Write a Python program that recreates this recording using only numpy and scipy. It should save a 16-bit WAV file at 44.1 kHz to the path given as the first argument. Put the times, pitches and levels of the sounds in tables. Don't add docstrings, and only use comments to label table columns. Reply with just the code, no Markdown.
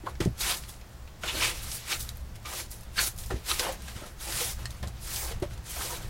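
import sys
import numpy as np
from scipy import signal
from scipy.fft import rfft, irfft
from scipy.io import wavfile

SR = 44100
rng = np.random.default_rng(int(sys.argv[2]) if len(sys.argv) > 2 else 0)


def rack_gain(trim_db):
    fader = np.asarray(trim_db, float)
    return 10 ** (fader / 20)


def log_audio(samples):
    frames = np.atleast_2d(samples).T
    limited = np.clip(frames, -1, 1)
    pcm = np.round(limited * 32767).astype(np.int16)
    wavfile.write(sys.argv[1], SR, pcm)


N = 268745


def evened(x):
    return x / np.sqrt(np.mean(x ** 2) + 1e-20)


def read(points, hz):
    f, value = np.transpose(points)
    return np.interp(np.log(hz + 1), np.log(f + 1), value)


def add(mix, s, sound):
    part = mix[round(s * SR):][:len(sound)]
    part += sound[:len(part)]


def coloured(points):
    hz = np.fft.rfftfreq(N, 1 / SR)
    spectrum = rfft(rng.standard_normal(N)) * rack_gain(read(points, hz))
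    return evened(irfft(spectrum, N))


def wander(per_s):
    knots = rng.standard_normal(2000)
    return np.interp(np.arange(N) / SR * per_s, np.arange(2000), knots)


def slips(per_s, spread_db, size=30000):
    place, kept, big, sign = rng.random((4, size))
    height = rack_gain(spread_db * np.minimum(-np.log(big + 1e-9), 4)) * np.sign(sign - 0.5)
    height *= kept < per_s * N / SR / size
    return evened(np.bincount((place * N).astype(int), height, N))


def ring(modes, t):
    return sum(rack_gain(db - 60 * t / t60) * np.sin(2 * np.pi * hz * t) for hz, db, t60 in modes)


def broom(count=30):
    # [f/Hz, level/dB]
    straw_colour = [(380, -12), (600, -9.5), (1000, -5), (2000, -0.5), (4000, 2.5), (7000, 2), (11000, 2.5),
                    (13500, -2), (15500, -4)]
    # [f/Hz, level/dB, t60/s]
    plank_modes = [(340.7, 7, 0.067), (490, -1.5, 0.068), (560, -1.5, 0.044), (795, 4, 0.042),
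                   (938, -9, 0.13)]
    boards_hz, stems_hz, tips_hz = 600, 2860, 9200
    s = np.arange(0, N, 64) / SR
    t, u = np.arange(N) / SR, np.arange(SR // 10) / SR
    parts_db = contact(s)
    stems_db = parts_db[1] - parts_db[2]
    places = np.log([boards_hz, stems_hz, tips_hz])
    tufts, judder_db = slips(900, 2.8), 0.72 * wander(110)

    plank = ring(plank_modes, u) * np.minimum(u / 0.0046, 1)
    push = rack_gain(np.interp(t, s, parts_db[0]) - 5.5 + 3.1 * wander(30)) * slips(1200, 2.0)
    out = signal.oaconvolve(push, plank / np.linalg.norm(plank))[:N]

    u = u[:1500]
    for hz in np.geomspace(380, 15700, count):
        shares = [np.interp(np.log(hz), places, one) for one in np.eye(3)]
        level_db = np.interp(t, s, shares @ parts_db) + read(straw_colour, hz)
        level_db += judder_db + 2.0 * wander(35)
        level_db -= np.interp(t, s, stems_db) * 0.52 * max(np.log(hz / tips_hz), 0)
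        straw = ring([(hz, 0, 14 / hz)], u) * np.minimum(u * hz / 2.45, 1) ** 2
        drive = 0.82 * slips(3000, 2.4) + 0.5 * tufts
        out += signal.oaconvolve(rack_gain(level_db) * drive, straw / np.linalg.norm(straw))[:N]
    return rack_gain(-10.5) * out


def contact(s):
    # [landing t/s, push to full speed/s, run-out to the lift/s, tips level/dB, stems re tips/dB]
    strokes = [(0.412, 0.095, 0.04, -28.5, 0), (1.263, 0.21, 0.037, -32, 1.0),
               (1.501, 0.059, 0.076, -43.5, 1), (1.556, 0.088, 0.45, -51, 6),
               (1.62, 0.14, 0.034, -36.5, -15.5), (1.877, 0.045, 0.042, -31, -1),
               (2.467, 0.13, 0.03, -34.5, -4), (2.759, 0.052, 0.26, -64, 4), (2.979, 0.036, 0.058, -26, -6),
               (3.169, 0.034, 0.095, -43, -8.5), (3.336, 0.03, 0.067, -53, 3),
               (3.462, 0.037, 0.096, -32, -2), (3.607, 0.0098, 0.12, -41, 1.5),
               (3.773, 0.12, 0.15, -49, 0.5), (4.21, 0.21, 0.094, -30, -5.5),
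               (4.549, 0.053, 0.098, -51.5, -0.5), (4.903, 0.068, 0.052, -60.5, 7),
               (5.024, 0.14, 0.13, -33, -7.5), (5.661, 0.17, 0.14, -35, -5), (5.994, 0.035, 0.074, -49, -2)]
    # [t/s, fade/s, tips level/dB, stems re tips/dB]
    flicks = [(.094, 0.043, -51.5, 2), (.254, .02, -48, 0), (.411, 0.077, -28, -10.5),
              (.571, .055, -36.5, -12), (.623, .17, -50.5, -3), (.693, 0.11, -43, -9),
              (.891, .069, -61, -16), (1.286, 0.067, -44.5, 15), (1.422, 0.12, -33.5, 10),
              (1.634, 0.049, -37, -17), (1.926, .032, -44, 16.5), (1.999, 0.12, -37, -15),
              (2.361, .025, -51.5, -1), (.381, 0.053, -50, -8), (1.227, .05, -50, 1),
              (2.097, 0.077, -50, -6), (2.158, .04, -56, -3), (2.178, .08, -58, 1), (2.21, .03, -57, -8),
              (.478, .06, -36, -8), (.51, .04, -38, -4), (3.49, 0.028, -40, -0.5), (2.462, 0.067, -48.5, 7),
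              (2.716, 0.14, -43, -12.5), (2.987, 0.048, -47.5, 19.5), (3.073, 0.034, -29, -13),
              (3.514, .027, -33.5, 5), (3.599, 0.053, -30.5, 1.5), (4.064, 0.12, -47.5, -5),
              (4.707, 0.39, -55.5, 0), (4.877, 0.087, -55, -7), (5.163, .073, -45, -12),
              (5.54, .032, -56, 1), (5.7, .1, -37, -20)]
    # [t/s, fade/s, boards level/dB, stems re boards/dB]
    scuffs = [(.067, .056, -30, -18), (1.228, .15, -53, 3), (2.524, 0.064, -32, -16),
              (3.632, 0.15, -25.5, -10), (3.691, 0.026, -30, -8.5), (3.965, 0.18, -41, -5),
              (4.03, 0.11, -39, -12), (4.281, 0.16, -37.5, -22), (4.585, 0.28, -41.5, -13),
              (5.044, 0.21, -55, -18), (5.22, 0.2, -34.5, -20), (5.322, 0.012, -37.5, -3.5),
              (5.28, 0.17, -40.5, -4), (5.508, 0.31, -46, -8), (5.761, 0.52, -34.5, -16),
              (5.924, 0.18, -35.5, -7.5), (6.043, .058, -48, -19.5)]
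    # [t/s, fade/s, boards level/dB, stems re boards/dB]
    skids = [
        (.204, 0.073, -29, -5),
        (1.236, 0.11, -32, -5.5),
        (3.3045, 0.082, -31.5, -9),
        (3.882, 0.027, -43, -5),
        (4.828, .055, -29.5, -12),
        (4.875, 0.048, -37, -18),
        (5.423, 0.069, -35, -7),
    ]
    # [level/dB] of boards, stems, tips
    rest_db = [-56.5, -64.5, -64]
    landing_db_per_s, lift_db_per_s = 487, 313
    touch_db_per_s, strike_db_per_s, fade_db = 814, 8000, 23
    boards_db_at_rest, boards_per_stems = -2, 0.67
    power = rack_gain(2 * np.array(rest_db))[:, None] * np.ones(len(s))

    for land, push, run_out, db, stems_db in strokes:
        top, lift = land + push, land + push + run_out
        soft_db, slow_db = 11 + 10 * push, 8.5 - 5.5 * run_out
        times = [land - 1, land, top, lift, lift + 1]
        drop_db = [soft_db + landing_db_per_s, soft_db, 0, slow_db, slow_db + lift_db_per_s]
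        level_db = db - np.interp(s, times, drop_db)
        along = np.clip((s - top) / (lift - land), -1, 1)
        boards_db = boards_db_at_rest + boards_per_stems * stems_db - 4 * along
        parts_db = np.array([boards_db, stems_db - 4.5 * along, 0 * s])
        power = power + rack_gain(2 * (level_db + parts_db))

    touches = []
    for top, fade, db, stems_db in flicks:
        parts_db = [boards_db_at_rest + boards_per_stems * stems_db, stems_db, 0]
        touches.append((top, fade, db, touch_db_per_s, parts_db))
    for rows, rise in (scuffs, touch_db_per_s), (skids, strike_db_per_s):
        for top, fade, db, stems_db in rows:
            touches.append((top, fade, db, rise, [0, stems_db, stems_db - 5]))
    for top, fade, db, rise, parts_db in touches:
        level_db = db - np.maximum(rise * (top - s), fade_db * (s - top) / fade)
        power = power + rack_gain(2 * (level_db + np.array(parts_db)[:, None]))
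    return 10 * np.log10(power)


def rubs():
    # [t/s, length/s, pitch f/Hz, second pitch f/Hz, level/dB]
    tuft_rubs = [(0.407, 0.02, 3850, 6600, -37), (0.492, 0.052, 3890, 3200, -43),
                 (0.682, .038, 3390, 3720, -55.5), (1.234, 0.015, 1380, 2980, -37.5),
                 (1.27, 0.04, 3550, 3000, -41.5), (1.42, 0.05, 2640, 3800, -41),
                 (1.895, 0.05, 3680, 4600, -41), (2.984, 0.022, 1400, 1700, -35.5),
                 (2.448, 0.059, 1210, 2380, -46.5), (2.978, .036, 1620, 2300, -35),
                 (2.97, 0.045, 4400, 4540, -43), (2.983, 0.028, 4410, 4600, -33.5),
                 (3.508, 0.017, 1250, 2680, -37.5), (3.493, 0.03, 3850, 5700, -35.5),
                 (3.88, 0.01, 1635, 3450, -43.5), (4.657, 0.012, 2875, 5100, -46),
                 (5.508, 0.0055, 1488, 2200, -49), (5.691, 0.032, 3090, 4030, -52)]
    # [t/s, length/s, pitch f/Hz, second pitch f/Hz, level/dB]
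    drags = [(.064, 0.023, 880, 1300, -40), (.067, 0.024, 1100, 1500, -40), (0.258, 0.02, 300, 600, -35),
             (0.444, 0.14, 1000, 2200, -47.5), (1.339, 0.097, 330, 590, -44),
             (3.301, 0.024, 820, 1850, -39), (3.355, 0.03, 450, 560, -45.5), (3.595, 0.021, 490, 364, -41),
             (3.665, 0.09, 547, 775, -41), (4.015, 0.053, 600, 1330, -48.5), (4.466, 0.04, 780, 1500, -51),
             (5.425, 0.022, 560, 950, -40), (4.266, 0.06, 824, 600, -47.5), (5.798, 0.036, 1250, 1790, -44),
             (5.895, 0.074, 964, 1250, -44.5)]
    out, u = np.zeros(N), np.arange(SR // 10) / SR
    chance = rng.standard_normal((len(tuft_rubs + drags), 2, len(u)))
    for (s, length, hz, second_hz, db), (grit, spread) in zip(tuft_rubs + drags, chance):
        swell = np.sin(np.pi * np.clip(u / length, 0, 1) ** 0.43)
        drive = grit * rack_gain(8.2 * spread) * swell
        body = ring([(hz, 0, 0.045 + 9 / hz),
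                     (1.045 * hz, -5, 0.026 + 9 / hz),
                     (second_hz, -3, 0.021 + 9 / second_hz),
                     (0.95 * second_hz, -7, 0.026 + 9 / second_hz)], u)
        sound = signal.fftconvolve(drive, body)
        add(out, s, rack_gain(db) * np.sqrt(length * SR) * sound / np.linalg.norm(sound))
    return out


def snaps():
    # [t/s, peak level/dB, centre f/Hz]
    straw_snaps = [(.1536, -38, 3050), (0.2035, -33.5, 2500), (0.252, -28.5, 6870), (0.637, -33, 3200),
                   (.7394, -42, 5430), (0.813, -40, 3720), (1.076, -39.5, 2660), (1.4254, -35, 3480),
                   (1.4465, -25, 2660), (1.716, -25.5, 6040), (2.091, -27, 5600), (2.356, -41, 5500),
                   (2.4563, -28.5, 4410), (3.237, -33.5, 3200), (3.295, -41, 2860), (3.5148, -19, 4170),
                   (3.5952, -18.5, 4660), (3.8835, -32, 3200), (4.3231, -23, 4000), (4.3345, -33, 5500),
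                   (4.6562, -31, 4500), (4.706, -34.5, 8000), (4.8285, -38, 6000), (4.874, -32, 7000),
                   (4.8825, -37, 7640), (5.16, -24, 6650), (5.427, -53, 3630), (5.5764, -39, 6240)]
    # [t/s, peak level/dB, centre f/Hz]
    fine_grit = [(1.9938, -32, 9000), (2.0053, -23, 7000), (2.172, -44, 12000), (2.0262, -28, 12000),
                 (2.009, -25, 10000), (2.2064, -49, 8890), (2.4294, -47, 11500), (2.7064, -39, 12600),
                 (2.7142, -31, 11500), (2.7214, -35, 9560), (2.809, -36, 13000), (2.834, -38, 9200),
                 (3.0294, -31, 8000), (3.072, -31, 7150), (3.187, -25.5, 8000), (3.163, -38, 13000),
                 (3.178, -32, 11000), (3.2614, -32, 9520), (3.7244, -26.5, 9740), (3.8202, -36, 7690),
                 (4.3774, -23, 8000), (5.4, -38, 10500), (5.5348, -41, 8650)]
    out, t = np.zeros(N), np.arange(SR // 10) / SR
    chance = rng.standard_normal((len(straw_snaps + fine_grit), len(t)))
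    for (s, db, hz), grit in zip(straw_snaps + fine_grit, chance):
        crack = np.sign(grit) * rack_gain(-60 * t / 0.0026)
        spray = rack_gain(-7.5 - 60 * t / 0.063) * grit
        colour = signal.butter(2, [0.44 * hz, min(1.52 * hz, 17000)], "band", fs=SR)
        sound = signal.lfilter(*colour, crack + spray)
        add(out, s, rack_gain(db) * sound / abs(sound).max())
    return out


def breaks():
    # [t/s, peak level/dB, lowest f/Hz, ring f/Hz, ring re crack/dB]
    stem_breaks = [(2.0907, -25, 3700, 3860, -7), (2.0912, -27, 8000, 12500, -3),
                   (.407, -21, 2500, 3840, 0), (.4105, -28, 3000, 4400, -2), (1.2345, -30, 1100, 3000, 0),
                   (1.2365, -27.5, 790, 2200, -2), (3.5952, -20, 5000, 7400, -8),
                   (3.509, -23, 2800, 5800, -2), (2.1715, -32, 9700, 12400, -12),
                   (2.1797, -46, 1500, 4300, -8), (2.7142, -33, 8800, 11500, -10.5),
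                   (3.4882, -27, 2900, 4000, -6), (3.5152, -14.5, 2210, 3980, -2),
                   (3.5955, -14, 1400, 5000, -10), (4.3243, -22, 2800, 4600, -8),
                   (4.387, -22, 3000, 7000, -8), (4.7056, -39, 2700, 3600, -4),
                   (4.8738, -35, 3500, 4100, -16), (4.6563, -25, 1400, 4600, -8),
                   (4.8815, -38, 3800, 8700, -6), (4.3243, -31, 560, 1500, -6),
                   (4.379, -28, 1200, 2400, -6), (.3045, -46, 9000, 12500, -6), (1.2385, -34, 360, 630, 0),
                   (1.4094, -22, 1300, 2520, -4), (1.4255, -18, 1700, 2400, -6),
                   (1.435, -21, 1400, 2500, -6), (1.4485, -18, 1500, 2400, -6),
                   (1.4585, -23, 1500, 2850, -6), (.4795, -21, 3700, 7000, -8),
                   (.4915, -26, 2500, 4000, -6), (.5115, -25, 2500, 6400, -6), (.5175, -26, 1300, 3700, -6),
                   (5.261, -38, 500, 850, 0), (5.312, -34, 270, 461, 2), (5.4255, -33.5, 440, 670, 2),
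                   (3.6005, -25.5, 320, 480, 2), (3.691, -32, 430, 770, 0), (3.666, -28.5, 570, 960, 0),
                   (3.0003, -20, 1700, 2300, -4), (2.9905, -19.5, 1200, 4400, -4),
                   (2.996, -20, 1300, 4350, -3)]
    # [pitch ratio, level/dB, t60/cycles]
    stem_modes = [(1.01, 13, 39), (0.46, 1, 12), (.66, -11, 15), (1.1, 1.5, 27), (1.2, -10, 19)]
    out, t = np.zeros(N), np.arange(2000) / SR
    clicks = np.zeros(len(t))
    clicks[[0, 9, 23]] = 1, -0.6, 0.35
    for s, db, low_hz, hz, ring_db in stem_breaks:
        modes = [(hz * ratio, mode_db, cycles / (hz * ratio)) for ratio, mode_db, cycles in stem_modes]
        crack = clicks + rack_gain(ring_db - 3) * ring(modes, t)
        sound = signal.lfilter(*signal.butter(3, low_hz, "high", fs=SR), crack)
        add(out, s, rack_gain(db) * sound / abs(sound).max())
    return out


def pebble():
    # [f/Hz, level/dB, t60/s]
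    stone_modes = [(1874, -4, 0.13), (2875, -9, 0.078), (4340, 1, 0.097), (6870, -8, 0.066),
                   (7590, -7, 0.048), (8096, -8, 0.091), (9636, -14, 0.091), (10400, -22, 0.097)]
    # [t/s, level/dB, share of the full ring time]
    stone_hits = [
        (4.6561, -29, .15),
        (4.6578, -38, .7),
    ]
    out, t = np.zeros(N), np.arange(8000) / SR
    for s, db, share in stone_hits:
        modes = [(hz, mode_db, share * t60) for hz, mode_db, t60 in stone_modes]
        add(out, s, rack_gain(db) * ring(modes, t))
    return out


def clear_notes():
    # [t/s, level/dB, pitch f/Hz, swell/s, t60/s]
    sung = [(4.398, -32.5, 484, 0.021, 0.097), (4.405, -40, 818, 0.011, .06), (1.293, -29, 2980, .005, .03),
            (1.304, -32, 3400, .003, 0.033), (1.276, -34, 2100, 0.0045, .05), (2.986, -21, 1570, .005, .03),
            (2.994, -22, 1600, 0.0034, .03), (3.0, -28, 2300, .004, .03), (2.978, -26, 1500, .004, .03),
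            (3.597, -27, 490, .003, .08), (3.508, -30, 1270, .005, .05), (3.695, -31, 520, .006, .07),
            (.062, -36, 937, .006, .04), (.064, -35, 544, .006, .05), (.068, -33, 1100, .006, .04),
            (.406, -28, 3850, .004, .03), (.412, -33, 4550, .004, .04), (.429, -33, 3400, .004, .04),
            (.496, -29, 3150, .004, .03), (.492, -30, 3900, .004, .04), (.508, -31, 3950, .005, .03),
            (.504, -32, 1300, .005, .04), (1.242, -33, 1450, .004, .04), (1.28, -33, 3550, .006, .04),
            (1.395, -33, 1600, .008, .05), (1.408, -29, 2850, .004, .025), (1.413, -32, 991, .008, .05),
            (1.432, -29, 2420, .006, .04), (1.921, -29, 3700, .006, .04), (1.924, -29, 2300, .004, .03),
            (1.936, -31, 4100, .004, .03), (2.957, -40, 1600, .005, .04), (3.506, -33, 2700, .006, .04),
            (3.663, -32, 850, .005, .04), (3.335, -33, 240, .005, .08), (3.302, -38, 1400, .004, .07),
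            (5.427, -32, 590, .005, .05), (5.444, -36, 580, .004, .05), (4.83, -42, 1050, .004, .06)]
    out, t = np.zeros(N), np.arange(8000) / SR
    for s, db, hz, swell, t60 in sung:
        shape = np.minimum(t / swell, 1) ** 2 * rack_gain(-60 * np.maximum(t - swell, 0) / t60)
        add(out, s, rack_gain(db) * shape * np.sin(2 * np.pi * hz * t))
    return out


def knocks():
    # [t/s, peak level/dB, plank f/Hz, joists re plank/dB, hardness (overtones re plank)/dB]
    blows = [(0.035, -34, 315, -16, -5), (0.2018, -19, 337, -17, -26), (.211, -23, 149, -5, -2),
             (.257, -15.5, 180, -13, -37), (0.2576, -21.5, 340, -17, -30), (.264, -17, 170, -6, -30),
             (0.272, -20, 125, -3.5, -35), (1.235, -46, 157, -11, 14), (3.305, -34.5, 155, -9, 18.5),
             (3.317, -30.5, 396, -3, -12), (3.335, -27.5, 350, -2, -20), (4.02, -38, 286, -10, -15),
             (5.51, -42, 195, -5, -15), (3.955, -38, 205, -0.5, -17), (4.825, -32.5, 181, -1.5, -13),
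             (4.87, -35.5, 156, 2.5, -12), (5.42, -21.5, 350, -8.5, -18)]
    # [f/Hz, level/dB, t60/s]
    joist_modes = [(66.6, -1, 0.22), (89.8, 9.5, 0.074), (117.3, -1.5, 0.12)]
    # [f/Hz, level/dB, t60/s]
    upper_modes = [(490, 8.5, 0.072), (565, -44, 0.033), (600, 3, 0.081)]
    # [f/Hz, level/dB, t60/s]
    clack_modes = [(850, 6, 0.046), (1000, -7, 0.066), (1250, 8, 0.024), (1680, -29, .05),
                   (2190, -21, 0.041)]
    out, t = np.zeros(N), np.arange(12000) / SR
    for s, db, hz, boom_db, hard_db in blows:
        boom = rack_gain(boom_db - 1.5) * ring(joist_modes, t) * np.minimum(t / 0.0098, 1)
        plank = ring([(hz, 0, 0.05)], t) + rack_gain(0.64 * hard_db - 18.5) * ring(upper_modes, t)
        plank = plank * np.minimum(t / 0.0024, 1)
        clack = rack_gain(hard_db - 24.0) * ring(clack_modes, t) * np.minimum(t / 0.00097, 1)
        add(out, s + 0.00123, -rack_gain(db + 3.0) * (boom + plank + clack))
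    return out


def hut(x):
    # [f/Hz, t60/s]
    decay = [(200, 0.13), (1000, 0.14), (4000, 0.078), (12000, 0.087)]
    taps = np.zeros(SR // 2)
    at = np.arange(140, len(taps) - 20, 20)
    taps[at + rng.integers(0, 20, len(at))] = rng.choice([-1., 1.], len(at))
    hz, t, z = signal.stft(taps, SR, nperseg=128)
    fade = rack_gain(-60 * t / read(decay, hz)[:, None])
    tail = signal.istft(z * fade, SR, nperseg=128)[1]
    return signal.fftconvolve(x, tail / np.linalg.norm(tail))[:N]


def wind():
    # [t/s, boom level/dB]
    gusts = [(0.0, -46), (0.22, -41.5), (0.92, -47), (1.36, -45), (2.2, -43), (2.59, -45.5), (3.24, -43.5),
             (3.7, -44.5), (3.85, -43.5), (4.48, -43), (4.8, -41.5), (5.05, -44.5), (5.27, -42),
             (5.34, -40.5), (5.75, -45), (6.09, -42)]
    # [f/Hz, density/dB per Hz]
    rumble = [(8.8, -30), (15, 1), (28, -3), (50, 0), (65, 3.5), (76, -5), (88, -11), (103, -6), (116, -3),
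              (145, -17), (166, -11), (189, -18.5), (211, -15.5), (258, -33), (300, -29), (390, -45),
              (660, -120)]
    s, db = np.transpose(gusts)
    level_db = np.interp(np.arange(N) / SR, s, db) + 1.5 + 2.0 * wander(9)
    return rack_gain(level_db) * coloured(rumble)


def hiss():
    # [f/Hz, level/dB]
    hiss_colour = [(120, -36), (200, 2.5), (422, 0.5), (586, 2), (1380, -4), (1950, -6), (2220, -10),
                   (7520, -16), (8870, -29), (15600, -16)]
    return rack_gain(-55.5) * coloured(hiss_colour)


def scene():
    sweep = broom() + rubs()
    hits = snaps() + knocks() + breaks() + pebble() + clear_notes()
    room = rack_gain(-13.0) * hut(sweep) + rack_gain(-12.0) * hut(hits)
    mono = sweep + hits + room + wind() + hiss()
    return np.array([mono, mono])


def top_cut(x):
    return signal.sosfilt(signal.butter(12, 16650, fs=SR, output="sos"), x)


def record(dry):
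    grain = np.diff(dry[0], n=2, prepend=[0, 0]) * np.sign(rng.standard_normal(N))
    grain = rack_gain(-31) * signal.lfilter(*signal.butter(2, 6000, "high", fs=SR), grain)
    edge = signal.firwin(1023, 15900, window=("kaiser", 9), fs=SR)
    mix = signal.oaconvolve(dry + [grain, -grain], edge[None], "same")
    return top_cut(mix)


dry = scene()
out = record(dry)
log_audio(out)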